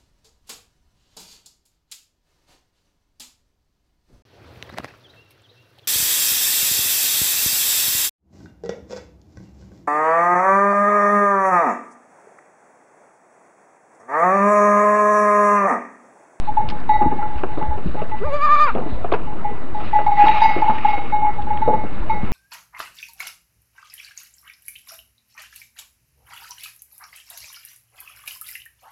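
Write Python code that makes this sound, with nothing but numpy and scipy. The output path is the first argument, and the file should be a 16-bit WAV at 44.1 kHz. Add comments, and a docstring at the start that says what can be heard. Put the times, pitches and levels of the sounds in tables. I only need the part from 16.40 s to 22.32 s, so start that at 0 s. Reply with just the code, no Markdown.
"""Goat kid with a neck bell

A goat kid shifts about in a straw-bedded block pen and climbs onto the low wall, close by. Its sheet-metal bell
clanks: a choked main note with a beating partner, overtones and clapper ticks. It bleats once, quavering:
harmonics through mouth and throat colours, with puffs of breath. Hooves ring and thud, straw noise rustles and
snaps, air rumbles on the microphone, and soft low bumps sound."""
import sys
import numpy as np
from scipy import signal
from scipy.io import wavfile

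SR = 44100
rng = np.random.default_rng(int(sys.argv[2]) if len(sys.argv) > 2 else 0)


def waveform_to_disk(signal):
    """Save audio, clipped to [-1, 1], as 16-bit WAV at the path in sys.argv[1]."""
    frames = np.transpose(np.atleast_2d(signal))
    scaled = np.clip(frames, -1, 1) * 32767
    samples = np.round(scaled).astype(np.int16)
    wavfile.write(sys.argv[1], SR, samples)


N = 261072
TIME = np.arange(N) / SR

# All layer levels are relative; the functions add gains.
# air rumble on the microphone: (time [s], level [dB])
AIR_LEVEL = [(0, -41.5), (0.3, -36), (0.55, -39.5), (1.85, -39.5), (2.0, -45), (2.27, -42.5), (2.45, -37),
             (4.4, -39.5), (5.1, -36), (5.92, -37)]
# soft low bumps: (time [s], level [dB], pitch [Hz])
LOW_BUMPS = [(0.277,-25,55),(0.566,-22,50),(0.659,-18.5,60.5),(0.956,-21.5,64.1),(1.286,-16,62),(1.472,-19.5,55.2),(1.848,-21.5,74.5),
             (2.527,-20.5,50.6),(5.028,-23,53.3),(5.604,-18,40),(5.836,-24,71.6)]
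# rumble spectrum: (frequency [Hz], density [dB per Hz])
RUMBLE_SPECTRUM = [(18, 1.5), (35, -7), (70, -8.5), (130, -13), (300, -17.5), (800, -61.5)]
# straw rustle spectrum: (frequency [Hz], density [dB per Hz])
RUSTLE_SPECTRUM = [(600, 7.5), (1100, 12.5), (1500, 3.5), (2000, 3.5), (2600, 4.5), (3200, -7.5),
                   (3800, -7), (4500, -16), (5200, -24.5), (6500, -35), (8500, -68.5)]
# dull shuffling spectrum: (frequency [Hz], density [dB per Hz])
SHUFFLE_SPECTRUM = [(60, -5), (130, -1.5), (300, 0), (600, -3), (1000, -6), (1600, -11.5), (2500, -27),
                    (4000, -30.5)]
# moves that stir the straw: (peak time [s], peak level [dB], rise by 20 dB [s], t60 [s])
STRAW_MOVES = [(0.3, -41, 0.023, 0.076), (0.99, -45.5, 0.049, 0.18), (1.38, -50.5, 0.02, 0.13),
               (1.519, -56, 0.13, 2.53), (2.15, -47, 0.49, 0.9), (2.741, -41, 0.032, 0.094),
               (3.42, -46.5, 0.11, 1.8), (3.79, -37.5, 0.04, 2), (3.968, -38, 0.29, 1.43),
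               (4.52, -41.5, 0.78, 0.94), (5.899, -51, 1, 2.6)]
# dry stalks sliding: (peak time [s], peak level [dB], rise by 20 dB [s], t60 [s])
STALK_SWISHES = [(0.05,-55,0.09,.5),(0.53,-57,.1,0.47),(0.95,-64,0.028,.25),(1.19,-53,0.14,0.24),(1.47,-52.5,.1,0.49),(2.2,-44,.3,0.44),(2.51,-54.5,0.1,0.46),(3.45,-54.5,0.21,.6),(3.92,-47,0.37,1.65)]
# harsh resonances of hard scrambling: (frequency [Hz], level [dB])
SCRAMBLE_RASP = [(1660, -18), (2417, -1.5), (2560, -2), (2760, -4.5)]
# straw stalks snapping: (time [s], level [dB], centre [Hz])
STALK_SNAPS = [(0.2885,-27,3410),(0.2996,-28,3430),(0.3074,-34,3280),(0.401,-43,3204),(0.44,-39,1993),(2.35,-32.5,2420),
               (2.643,-39,2285),(2.718,-24,1984),(2.725,-30.5,2800),(2.737,-38.5,2320),(3.883,-17.5,2363),(5.021,-37,2885),(5.173,-29,2380)]
# hoof steps, low on straw, high on the bare wall: (time [s], hollow ring [dB], ring pitch [Hz],
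# t60 of thud and knock [s], thud [dB], knock [dB], grit [dB])
HOOF_STEPS = [(0.615,-14.5,352,0.21,-23.5,-26,-34.5),(0.657,-14,281,0.071,-17.5,-34.5,-54),(0.713,-35,151.4,0.37,-24,-32.5,-46),
              (0.826,-24.5,1370,0.051,-40.5,-38.5,-36.5),(1.034,-13.5,376.2,0.12,-26,-24,-31.5),(1.174,-17,312,0.27,-34.5,-26.5,-42.5),
              (1.221,-19,150,0.07,-28.5,-36,-33.5),(1.376,-25,400,0.063,-45.5,-29.5,-55),(1.457,-13,170.5,0.076,-19.5,-46.5,-53.5),
              (1.544,-33,190,0.11,-31.5,-25,-45),(1.617,-22,189,0.067,-32.5,-20.5,-35.5),(2.35,-16.5,333,0.2,-23.5,-19,-33),
              (2.38,-19,386,0.24,-45.5,-31.5,-41.5),(2.462,-17.5,319,0.069,-36.5,-30.5,-43),(2.522,-20,217,0.055,-31.5,-31,-54),
              (2.644,-17,707.4,0.061,-31,-18.5,-31.5),(2.72,-13.5,684.5,0.085,-37.5,-13.5,-26),(2.736,-18,993,0.094,-29,-20.5,-24.5),
              (3.588,-24,666.5,0.11,-33.5,-22.5,-31),(3.839,-14,327,0.47,-30,-28,-42),(4.164,-12,358.2,0.2,-31.5,-25.5,-38.5),(4.184,-15.5,323,0.09,-40.5,-29.5,-43),
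              (4.295,-14,225.9,0.17,-26,-24.5,-32),(4.575,-26.5,487,0.055,-28.5,-28,-34),(5.277,-7,477.7,0.19,-22.5,-14.5,-43),(5.332,-16,512,0.18,-29.5,-35,-37.5),
              (5.435,-30.5,154.8,0.13,-24.5,-26.5,-47),(5.832,-12,190,0.13,-22.5,-55,-48)]
# arch of the bleat as the mouth opens and shuts: (time [s], pitch before the quaver [Hz],
# fundamental [dB], mouth resonance [dB], overtones [dB])
BLEAT_ARCH = [(1.79,367.6,-58.5,-64,-74.5),(1.82,424.4,-23.5,-40.5,-66),(1.85,580.6,-27,-31.5,-50),(1.905,570,-30,-37.5,-48.5),(1.945,565,-20,-26,-33.5),(1.985,582,-32,-28,-41.5),
              (2.04,588.5,-33.5,-15.5,-31.5),(2.13,589,-33,-11,-35),(2.18,595,-32.5,-14.5,-30),(2.215,599,-30,-12,-28.5),(2.252,588,-33,-13.5,-31),
              (2.278,496,-32,-22,-25.5),(2.293,418,-37,-19,-30.5),(2.301,398,-49.5,-24,-33),(2.335,369,-57,-43,-56)]
# instants where the voice catches: (time [s])
VOICE_BREAKS_S = [2.066, 2.088, 2.161, 2.195]
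# throat colour above the mouth resonance: (frequency [Hz], level [dB])
THROAT_COLOUR = [(1500, -45.5), (1800, -11.5), (2400, -1), (3000, -21), (3600, -17.5), (4200, -22.5),
                 (4800, -19), (5400, -48), (6100, -30.5), (7300, -36), (8600, -46.5), (9600, -60)]
# clapper blows and bounces: (time [s], main note level [dB], nominal pitch [Hz], rise [s], t60 [s],
# first overtone family [dB], second family [dB], upper family [dB])
BELL_STRIKES = [(0.073, -15.0, 854, 0.022, 0.088, -62, -60, -64),
                (0.169, -8.5, 855, 0.008, 0.27, -54, -55, -64),
                (0.214, -24, 862, 0.016, 0.12, -56, -53, -67),
                (0.318, -24.5, 848, 0.005, 0.22, -62.5, -55, -62.5),
                (0.491, -6.5, 857, 0.0083, 0.22, -36, -44, -47),
                (0.535, -9, 858, 0.027, 0.053, -35.5, -46, -46.5),
                (0.588, -18.5, 844, 0.0076, 0.45, -38.5, -49, -53.5),
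                (0.607, -8.5, 841, 0.009, 0.28, -44.5, -51, -55.5),
                (0.663, -14, 860, 0.0077, 0.14, -49, -53.5, -57),
                (0.712, -17.5, 847, 0.0095, 0.16, -59.5, -48.5, -66),
                (0.784, -17, 834, 0.014, 0.09, -47, -55, -69),
                (0.815, -19.5, 858, 0.005, 0.42, -49, -53, -69),
                (0.895, -24, 847, 0.017, 0.4, -53, -60, -72.5),
                (1.085, -28, 855, 0.009, 0.38, -56, -58, -71),
                (1.21, -18, 864, 0.0087, 0.26, -50, -56, -69),
                (1.309, -19.5, 858, 0.0061, 0.24, -66, -63, -67),
                (1.562, -24, 851, 0.041, 0.1, -52.5, -60, -62.5),
                (1.713, -19.0, 866, 0.034, 0.071, -43, -57, -69),
                (1.87, -24, 874, 0.0039, 0.12, -55, -53, -71),
                (2.418, -26.5, 870, 0.0048, 0.27, -51, -62, -69),
                (2.865, -27.5, 851, 0.018, 0.34, -59, -58, -65),
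                (3.044, -17.5, 837, 0.0086, 0.29, -45.5, -49.5, -78),
                (3.345, -19.5, 849, 0.01, 0.3, -51, -68, -57),
                (3.529, -9.5, 851, 0.0099, 0.12, -40.5, -57, -64),
                (3.545, -6.5, 850, 0.021, 0.18, -38.5, -49, -56.5),
                (3.663, -6, 848, 0.0076, 0.04, -44, -38, -50.5),
                (3.679, -8, 831, 0.0041, 0.25, -55, -51, -56),
                (3.714, -10, 830, 0.0071, 0.21, -45, -43.5, -54),
                (3.771, -3.5, 836.4, 0.053, 0.26, -32, -40, -51),
                (3.866, -4.5, 862, 0.009, 0.25, -37, -34, -38.5),
                (3.884, -4, 864, 0.012, 0.088, -36.5, -38.5, -39),
                (3.912, -17, 851, 0.0048, 0.37, -38.5, -46, -40.5),
                (3.94, -13.5, 849, 0.009, 0.51, -51.5, -38, -42.5),
                (4.015, -3.5, 871, 0.009, 0.21, -35.5, -34.5, -38.5),
                (4.035, -8.5, 877, 0.005, 0.53, -38, -29, -35),
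                (4.053, -4, 858, 0.0055, 0.041, -33.5, -30.5, -42),
                (4.089, -9.0, 868, 0.012, 0.046, -34.5, -31, -44),
                (4.108, -13.5, 850, 0.0044, 0.34, -40.5, -33, -47.5),
                (4.218, -6, 854, 0.012, 0.04, -50.5, -42, -68),
                (4.24, -11.5, 844, 0.0036, 0.1, -56, -41.5, -72),
                (4.259, -13, 837, 0.006, 0.11, -50, -36.5, -68),
                (4.277, -6.5, 869, 0.017, 0.12, -59, -48.5, -55),
                (4.298, -9.5, 864, 0.0057, 0.18, -52, -39.5, -54.5),
                (4.332, -17.5, 874, 0.003, 0.24, -54.5, -48.5, -56),
                (4.446, -4.0, 837, 0.011, 0.044, -47, -35.5, -52.5),
                (4.48, -10.5, 851, 0.013, 0.11, -42, -33, -49.5),
                (4.53, -13.0, 829, 0.0099, 0.19, -44.5, -32.5, -51.5),
                (4.59, -18.5, 823, 0.0072, 0.25, -57, -43.5, -54.5),
                (4.722, -9.5, 849, 0.024, 0.27, -60, -39.5, -54.5),
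                (4.82, -11.5, 850, 0.011, 0.45, -55.5, -41, -62),
                (4.845, -10, 848, 0.0049, 0.25, -51.5, -36.5, -67),
                (4.865, -10.5, 844, 0.0082, 0.13, -46, -42, -65),
                (4.98, -19.5, 836, 0.015, 0.16, -65.5, -64, -61.5),
                (5.067, -19.5, 847, 0.008, 0.11, -73, -57, -76),
                (5.103, -13, 849, 0.0074, 0.18, -51.5, -48, -69),
                (5.138, -21.5, 845, 0.012, 0.45, -60, -50.5, -59.5),
                (5.215, -10.5, 873, 0.013, 0.079, -46, -45, -57.5),
                (5.255, -12.5, 861.5, 0.056, 0.2, -49, -45, -56.5),
                (5.323, -10.5, 865.5, 0.026, 0.054, -48, -48.5, -60),
                (5.39, -27, 856, 0.0039, 0.31, -53, -46, -68),
                (5.696, -9.5, 879, 0.0094, 0.12, -46.5, -34.5, -48.5),
                (5.744, -20.5, 846, 0.0077, 0.23, -46, -42.5, -57)]
# bell overtones: (frequency [Hz], level [dB], t60 [s], family: 0 first, 1 second, 2 upper, 3 top)
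BELL_OVERTONES = [(1572, -14, .1, 0), (1982, 1, .85, 0), (1998, -15, .35, 0), (2174, .5, .72, 1),
                  (2194, -15, .35, 1), (2344, -20, .3, 1), (2557, -20, .5, 1), (3779, -8, .5, 2),
                  (3814, -1, .55, 2), (4355, -12, .28, 2), (5947, -25, .25, 2), (4859, 0, .35, 3),
                  (5940, -12, .22, 3)]
# hard blows on the rim bring out the top family: (time [s], level against the upper family [dB])
RIM_BLOWS = [(0.49, -29.5), (0.54, -30), (0.6, -19.5), (3.55, -9.5), (3.663, -11), (3.773, -8),
             (3.9, -28.5), (4.014, -5), (4.22, -7.5), (4.5, -17), (5.7, -23)]
# noise spectra of swish, grit and breath: (frequency [Hz], density [dB per Hz])
SWISH_SPECTRUM = [(3500, -1.0), (4000, 6.0), (4600, -14.5), (5100, -25.5)]
GRIT_SPECTRUM = [(750, 9), (1200, 10.5), (1800, -8.5), (2500, -7.0), (3300, -30.0), (4800, -35.0)]
BREATH_SPECTRUM = [(700, 1.0), (1200, 29.0), (1800, 10.0), (2500, 10.0),
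                   (3300, -13.5), (4700, -10.5), (6000, -34), (8000, -36)]

PEN_T60_S, WALL_CUT_HZ, PEN_DB = 0.61, 1300, -22.5
HISS_DB = -74
STIR_DB, SHUFFLE_DB, SWISH_DB = -57.5, -37.5, -8  # rustle between moves; shuffling; swish rest against STIR
SHUFFLE_PATCHY_DB, RASP_WIDTH_HZ = 3, 160
RING_T60_S, GRIT_PER_S = 0.063, 750
QUAVER_HZ, QUAVER_CREST_S = 11.27, 2.04  # rate; time of one crest
QUAVER_DEPTH, QUAVER_DB = 0.028, 1.5  # pitch swing at that crest [share]; mouth level swing
FALL_S, FALL_ROUGH = 2.25, .45  # voice falls away from here; hoarseness added
OFFSET, HEADROOM, STOPBAND_HZ = -.24, .85, 11000


def from_db(db):
    """Decibels to gain."""
    return 10 ** (np.asarray(db) / 20)


def rms_one(x):
    """Scale to rms 1."""
    return x / np.sqrt(np.mean(x ** 2) + 1e-20)


def in_time(rows):
    """Columns of a curve, sample by sample."""
    s, *columns = np.transpose(rows)
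    return [np.interp(TIME, s, c) for c in columns]


def at_hz(points, hz):
    """Read a spectrum on a log-frequency axis."""
    point_hz, level_db = np.transpose(points)
    return np.interp(np.log(hz), np.log(point_hz), level_db)


def band(x, low_hz, high_hz, order=2):
    """Butterworth band-pass."""
    sos = signal.butter(order, [low_hz, high_hz], "band", fs=SR, output="sos")
    return signal.sosfilt(sos, x + 1e-18)


def soften(x, seconds):
    """Two one-pole lags: a step becomes a smooth rise."""
    r = np.exp(-1 / (seconds * SR))
    return signal.lfilter([(1 - r) ** 2], [1, -2 * r, r * r], x + 1e-18)


def drift(rate_hz):
    """Slow random wander with spread 1: low-passed noise on every 40th sample, interpolated."""
    step = 40
    r = np.exp(-2 * np.pi * rate_hz * step / SR)
    white = rng.standard_normal(N // step + 2002)
    slow = signal.lfilter([1], [1, -2 * r, r * r], white)[2000:]  # drop the filter's start
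    return np.interp(np.arange(N) / step, np.arange(len(slow)), rms_one(slow))


def noise(spectrum, patchy_db, envelope=1):
    """Noise in narrow bands, each flickering by itself; rms 1 where the envelope is 1."""
    out, power = 0, 0
    white = rng.standard_normal((2, N)) * envelope
    bottom_hz, top_hz = spectrum[0][0], spectrum[-1][0]
    edges_hz = np.geomspace(bottom_hz, top_hz, int(2.6 * np.log2(top_hz / bottom_hz)) + 2)
    for k, (low, high) in enumerate(zip(edges_hz, edges_hz[1:])):
        gain = from_db(at_hz(spectrum, np.sqrt(low * high)) + patchy_db * drift(15))
        # neighbouring bands use separate noise
        out = out + band(white[k % 2], low, high, order=3) * gain
        power += np.mean(gain ** 2) * (high - low) / (SR / 2)
    return out / np.sqrt(power)


def bursts(envelope, low_hz, high_hz):
    """Noise bursts ringing through one band; the envelope sets their rms."""
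    white = envelope * rng.standard_normal(N)
    return band(white, low_hz, high_hz, order=3) * np.sqrt(SR / 2 / (high_hz - low_hz))


def grains(per_s):
    """Random instants of contact, mean power 1: noise under this gate crackles."""
    return (rng.random(N) < per_s / SR) * np.sqrt(SR / per_s)


def dying(starts_s, level_db, t60_s):
    """Sum of envelopes that jump up at each start and die away."""
    out = np.zeros(N)
    for s, db, t60 in zip(starts_s, level_db, np.broadcast_to(t60_s, len(starts_s))):
        at = int(s * SR)
        age = TIME[:min(N - at, int(2 * t60 * SR))]
        out[at:at + len(age)] += from_db(db - 60 * age / t60)
    return out


def struck(s, db, hz, t60_s):
    """One damped swing set off at time s."""
    out, at = np.zeros(N), int(s * SR)
    age = TIME[:min(N - at, int(2 * t60_s * SR))]
    out[at:at + len(age)] = from_db(db - 60 * age / t60_s) * np.sin(2 * np.pi * hz * age)
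    return out


def swells(rows, rest_db):
    """Level [dB]: each move swells by 20 dB over its rise and dies away, over a steady rest level."""
    power = from_db(rest_db) ** 2
    for s, peak_db, rise, t60 in rows:
        below_peak_db = np.maximum(20 * (s - TIME) / rise, 60 * (TIME - s) / t60).clip(max=100)
        power = power + from_db(peak_db - below_peak_db) ** 2
    return 10 * np.log10(power)


def air(rumble_db=5.0, bump_db=4.5, bump_t60_s=0.15):
    """Low rumble and faint hiss on the microphone, with soft low bumps as damped low swings."""
    swings = sum(struck(s, db + bump_db, hz, bump_t60_s) for s, db, hz in LOW_BUMPS)
    bumps = soften(swings, 0.00015)
    rumble = from_db(in_time(AIR_LEVEL)[0] + rumble_db) * noise(RUMBLE_SPECTRUM, patchy_db=5.0)
    hiss = bursts(from_db(HISS_DB), 4600, 4850)
    return bumps + rumble + hiss


def pen(x, count=10):
    """Echoes circle between the block walls, duller on every round."""
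    out, dull = np.zeros(N), np.exp(-2 * np.pi * WALL_CUT_HZ / SR)
    lags = (rng.uniform(.011, .045, count) * SR).astype(int)
    for k, lag in enumerate(lags):
        loop, state = x.copy(), [0.]
        gain = from_db(-60 * lag / SR / PEN_T60_S)
        for i in range(lag, N, lag):
            back, state = signal.lfilter([gain * (1 - dull)], [1, -dull], loop[i - lag:i], zi=state)
            loop[i:i + lag] += back[:N - i]
        out += (loop - x) * (-1) ** k
    return out


def straw(rustle_db=9, grain_db=2.43, scramble_db=3, effort_db=-34, shuffle_follows=0.75,
          crackle_share=0.28, crackles_per_s=700):
    """Bedding rustles and crackles in clumps under the feet, with shuffling, swishes and rasp."""
    stir_db, air_db = swells(STRAW_MOVES, STIR_DB), in_time(AIR_LEVEL)[0]
    clumps = from_db(stir_db + grain_db * drift(150))
    crackle = np.sqrt(1 - crackle_share + crackle_share * grains(crackles_per_s) ** 2)
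    rustle = noise(RUSTLE_SPECTRUM, 2.4, clumps * crackle * from_db(rustle_db))
    # shuffling partly follows the air level
    shuffle_gain = from_db(SHUFFLE_DB + shuffle_follows * (air_db - air_db.mean()))
    shuffle = shuffle_gain * noise(SHUFFLE_SPECTRUM, SHUFFLE_PATCHY_DB)
    # dry stalks swish as they slide over each other
    swish = noise(SWISH_SPECTRUM, 2.6, from_db(swells(STALK_SWISHES, STIR_DB + SWISH_DB)))
    # hard scrambling adds a harsh, ringing rasp
    scramble = clumps * np.minimum(from_db(stir_db - effort_db), 1)
    half_hz = RASP_WIDTH_HZ / 2
    rasp = sum(bursts(scramble * from_db(scramble_db + db), hz - half_hz, hz + half_hz)
               for hz, db in SCRAMBLE_RASP)
    return rustle + shuffle + swish + rasp


def snaps(t60_s=0.018, spread=1.434, fibres_per_s=5000):
    """A stalk breaks in a quick run of fibre cracks, coloured by its thickness."""
    cracks = grains(fibres_per_s) * rng.choice([-1, 1], N)
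    out = np.zeros(N)
    for s, db, hz in STALK_SNAPS:
        near = slice(int(s * SR), int((s + 3 * t60_s) * SR))
        low, high = hz / spread, hz * spread
        run = (dying([s], [db], t60_s) * cracks)[near]
        out[near] += band(run, low, high, order=4) * np.sqrt(SR / 2 / (high - low))
    return out


def hooves(grit_db=7.5, grit_share=0.73, give_s=0.00045):
    """Each hoof gives a short hollow ring, a thud, a knock and a crackle of crushed grit."""
    s, ring_db, ring_hz, t60, thud_db, knock_db, step_grit_db = np.transpose(HOOF_STEPS)
    ring = sum(struck(start, db, hz, RING_T60_S) for start, db, hz in zip(s, ring_db, ring_hz))
    thud = bursts(soften(dying(s, thud_db, t60), give_s), 120, 340)
    knock = bursts(soften(dying(s, knock_db, t60), give_s), 340, 780)
    crush = dying(s, step_grit_db + grit_db, t60 * grit_share) * grains(GRIT_PER_S)
    grit = noise(GRIT_SPECTRUM, 0.4, crush)
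    return band(ring + thud + knock, 55, 2300) + grit


def bleat(mouth_hz=1200, mouth_width_hz=330, overtone_quaver_db=0.5, narrow_s=0.25, jitter=0.048,
          shimmer=0.22, rasp_db=-14, hoarse_dull_db=8, tremble_db=2.9, clear_rough=0.05, dip_rough=0.14,
          break_s=0.0019, break_depth=0.55, slip=1.0, crack=3.4, unevenness=0.019):
    """A high voice through the open mouth's resonance; rougher in quaver dips and as it falls away."""
    pitch_hz, low_db, mouth_db, high_db = in_time(BLEAT_ARCH)
    start_s, end_s = BLEAT_ARCH[0][0], BLEAT_ARCH[-1][0]
    # broad crests, narrow dips; the pitch swing narrows as the call goes on
    quaver = 1 - 2 * np.abs(np.sin(np.pi * QUAVER_HZ * (TIME - QUAVER_CREST_S))) ** 3
    depth = QUAVER_DEPTH * np.exp(np.clip((QUAVER_CREST_S - TIME) / narrow_s, -1, .5))
    pitch_hz = pitch_hz * (1 + depth * quaver)
    mouth_db = mouth_db + QUAVER_DB * quaver
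    # overtones swell on the crests; dips get rougher with effort
    high_db = high_db + overtone_quaver_db * quaver
    effort_db = mouth_db + 13
    rough = clear_rough + dip_rough * np.maximum(-quaver, 0) * from_db(effort_db / 2)
    rough = rough + FALL_ROUGH * np.clip((TIME - FALL_S) / 0.028, 0, 1)
    pitch_hz = soften(pitch_hz - pitch_hz[0], 0.0028) + pitch_hz[0]
    phase = 2 * np.pi * np.cumsum(pitch_hz * (1 + jitter * rough * drift(80))) / SR
    # uneven cycles fray the highest harmonics
    phase += unevenness * (1 + 2 * rough) * drift(300)
    # at each break the folds falter and slip out of step
    catch = sum(np.exp(-((TIME - s) / break_s) ** 2) for s in VOICE_BREAKS_S)
    phase -= slip * np.cumsum(catch) / (break_s * SR * np.sqrt(np.pi))
    voiced = (TIME > start_s) & (TIME < end_s)
    k = np.arange(2, 17)[:, None]  # harmonic numbers
    hz = k * pitch_hz[voiced]
    mouth = 1 / (1 + ((hz - mouth_hz) / mouth_width_hz) ** 4)
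    mouth = mouth / np.linalg.norm(mouth, axis=0)
    # hoarse folds close softly and lose their top harmonics
    dull_db = hoarse_dull_db * rough[voiced] * (hz / 3000) ** 2
    throat = from_db(at_hz(THROAT_COLOUR, hz) - dull_db) / (1 + (1500 / hz) ** 16)
    gains = from_db(mouth_db[voiced]) * mouth + from_db(high_db[voiced]) * throat
    # higher harmonics tremble more in strength
    tremble = np.array([drift(44)[voiced] for _ in k])
    gains = gains * from_db(tremble_db * np.log(k / 2) * tremble)
    voice = from_db(low_db) * np.sin(phase) * voiced
    voice[voiced] += np.sum(gains * np.sin(k * phase[voiced]), axis=0)
    voice *= np.sqrt(2) * (1 + shimmer * rough * drift(99)) * (1 - break_depth * catch)
    voice *= np.clip((end_s - TIME) / .01, 0, 1)
    # air escapes once per cycle of the folds, and in a spurt at each break
    puffs = (1 + np.cos(phase)) * voiced * from_db(high_db + rasp_db)
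    puffs = puffs * (0.89 + 4.3 * rough + crack * catch)
    return voice + noise(BREATH_SPECTRUM, 0.86, puffs)


def last_blow(s):
    """Per sample: index of the last blow at times s, and seconds since it (1 before the first)."""
    blow = np.maximum(np.searchsorted(s, TIME, side="right") - 1, 0)
    return blow, np.where(TIME >= s[0], TIME - s[blow], 1)


def bell_metal(overtone_db=4.5, rise_s=0.0003, tick_db=-33, tick_t60_s=0.032, waver=.22, phase_jump=.7):
    """Sheet-metal overtones ring at fixed pitches, rattling slightly; the clapper adds a faint tick."""
    s, peak_db, _, _, _, first_db, second_db, upper_db = np.transpose(BELL_STRIKES)
    top_db = upper_db + np.interp(s, *np.transpose(RIM_BLOWS))
    families_db = [first_db, second_db, upper_db, top_db]
    blow, age = last_blow(s)
    out = bursts(dying(s, peak_db + tick_db, tick_t60_s), 950, 2800)
    for hz, db, t60, family in BELL_OVERTONES:
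        level = from_db(families_db[family][blow] + db + overtone_db - 60 * age / t60)
        # every blow jolts the phase of the ring
        jolt = np.exp(1j * np.cumsum(phase_jump * rng.standard_normal(len(s))))[blow]
        rattle = 1 + waver * (drift(25) + 1j * drift(30))
        out += np.real(soften(level * jolt, rise_s) * rattle * np.exp(2j * np.pi * hz * TIME))
    return out


def bell_note(sharp_hz=30, settle_s=0.009, flat_hz=8, split_hz=42, partner_db=-17, touch_s=0.0046,
              wobble=0.13, swell_power=0.65):
    """Hollow main note: the landing clapper chokes it, it swells anew, and a close partner mode beats."""
    s, peak_db, pitch_hz, rise, t60 = np.transpose(BELL_STRIKES)[:5]
    blow, age = last_blow(s)
    until_next = np.append(s[1:], np.inf)[blow] - TIME
    swell = np.sin(np.pi / 2 * np.clip(age / rise[blow], 0, 1)) ** swell_power
    choke = np.sin(np.pi / 2 * np.clip(until_next / touch_s, 0, 1))
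    decay_db = 60 * np.maximum(age - rise[blow], 0) / t60[blow]
    level = from_db(peak_db[blow] - decay_db) * swell * choke
    # starts sharp, settles flat_hz below the nominal pitch
    note_hz = pitch_hz[blow] + sharp_hz * np.exp(-age / settle_s) - flat_hz
    phase = 2 * np.pi * np.cumsum(note_hz) / SR
    beat = 2 * np.pi * (split_hz * age + rng.random(len(s))[blow])
    start_phase = np.exp(2j * np.pi * rng.random(len(s)))[blow]
    swing = start_phase * (1 + from_db(partner_db) * np.exp(1j * beat))
    # as the bell swings against the neck, its ring wavers more, up to a limit
    waver = 1 + wobble * np.minimum(age / (2 * rise[blow]), 2) * (drift(20) + 1j * drift(68))
    return np.real(soften(level * swing * waver, .0004) * np.exp(1j * phase))


def scene():
    """The goat and its bedding, their echoes in the pen, and the air at the microphone."""
    goat = straw() + snaps() + hooves() + bleat() + bell_metal() + bell_note()
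    return (air() + from_db(PEN_DB) * pen(goat) + goat)[None]


def record(dry):
    """Downward peaks round off softly, the whole shifts off centre, and the top is cut."""
    rounded = np.where(dry > 0, dry, HEADROOM * np.tanh(dry / HEADROOM)) + OFFSET
    return signal.sosfilt(signal.cheby2(12, 60, STOPBAND_HZ, fs=SR, output="sos"), rounded)


dry = scene()
out = record(dry)
waveform_to_disk(out)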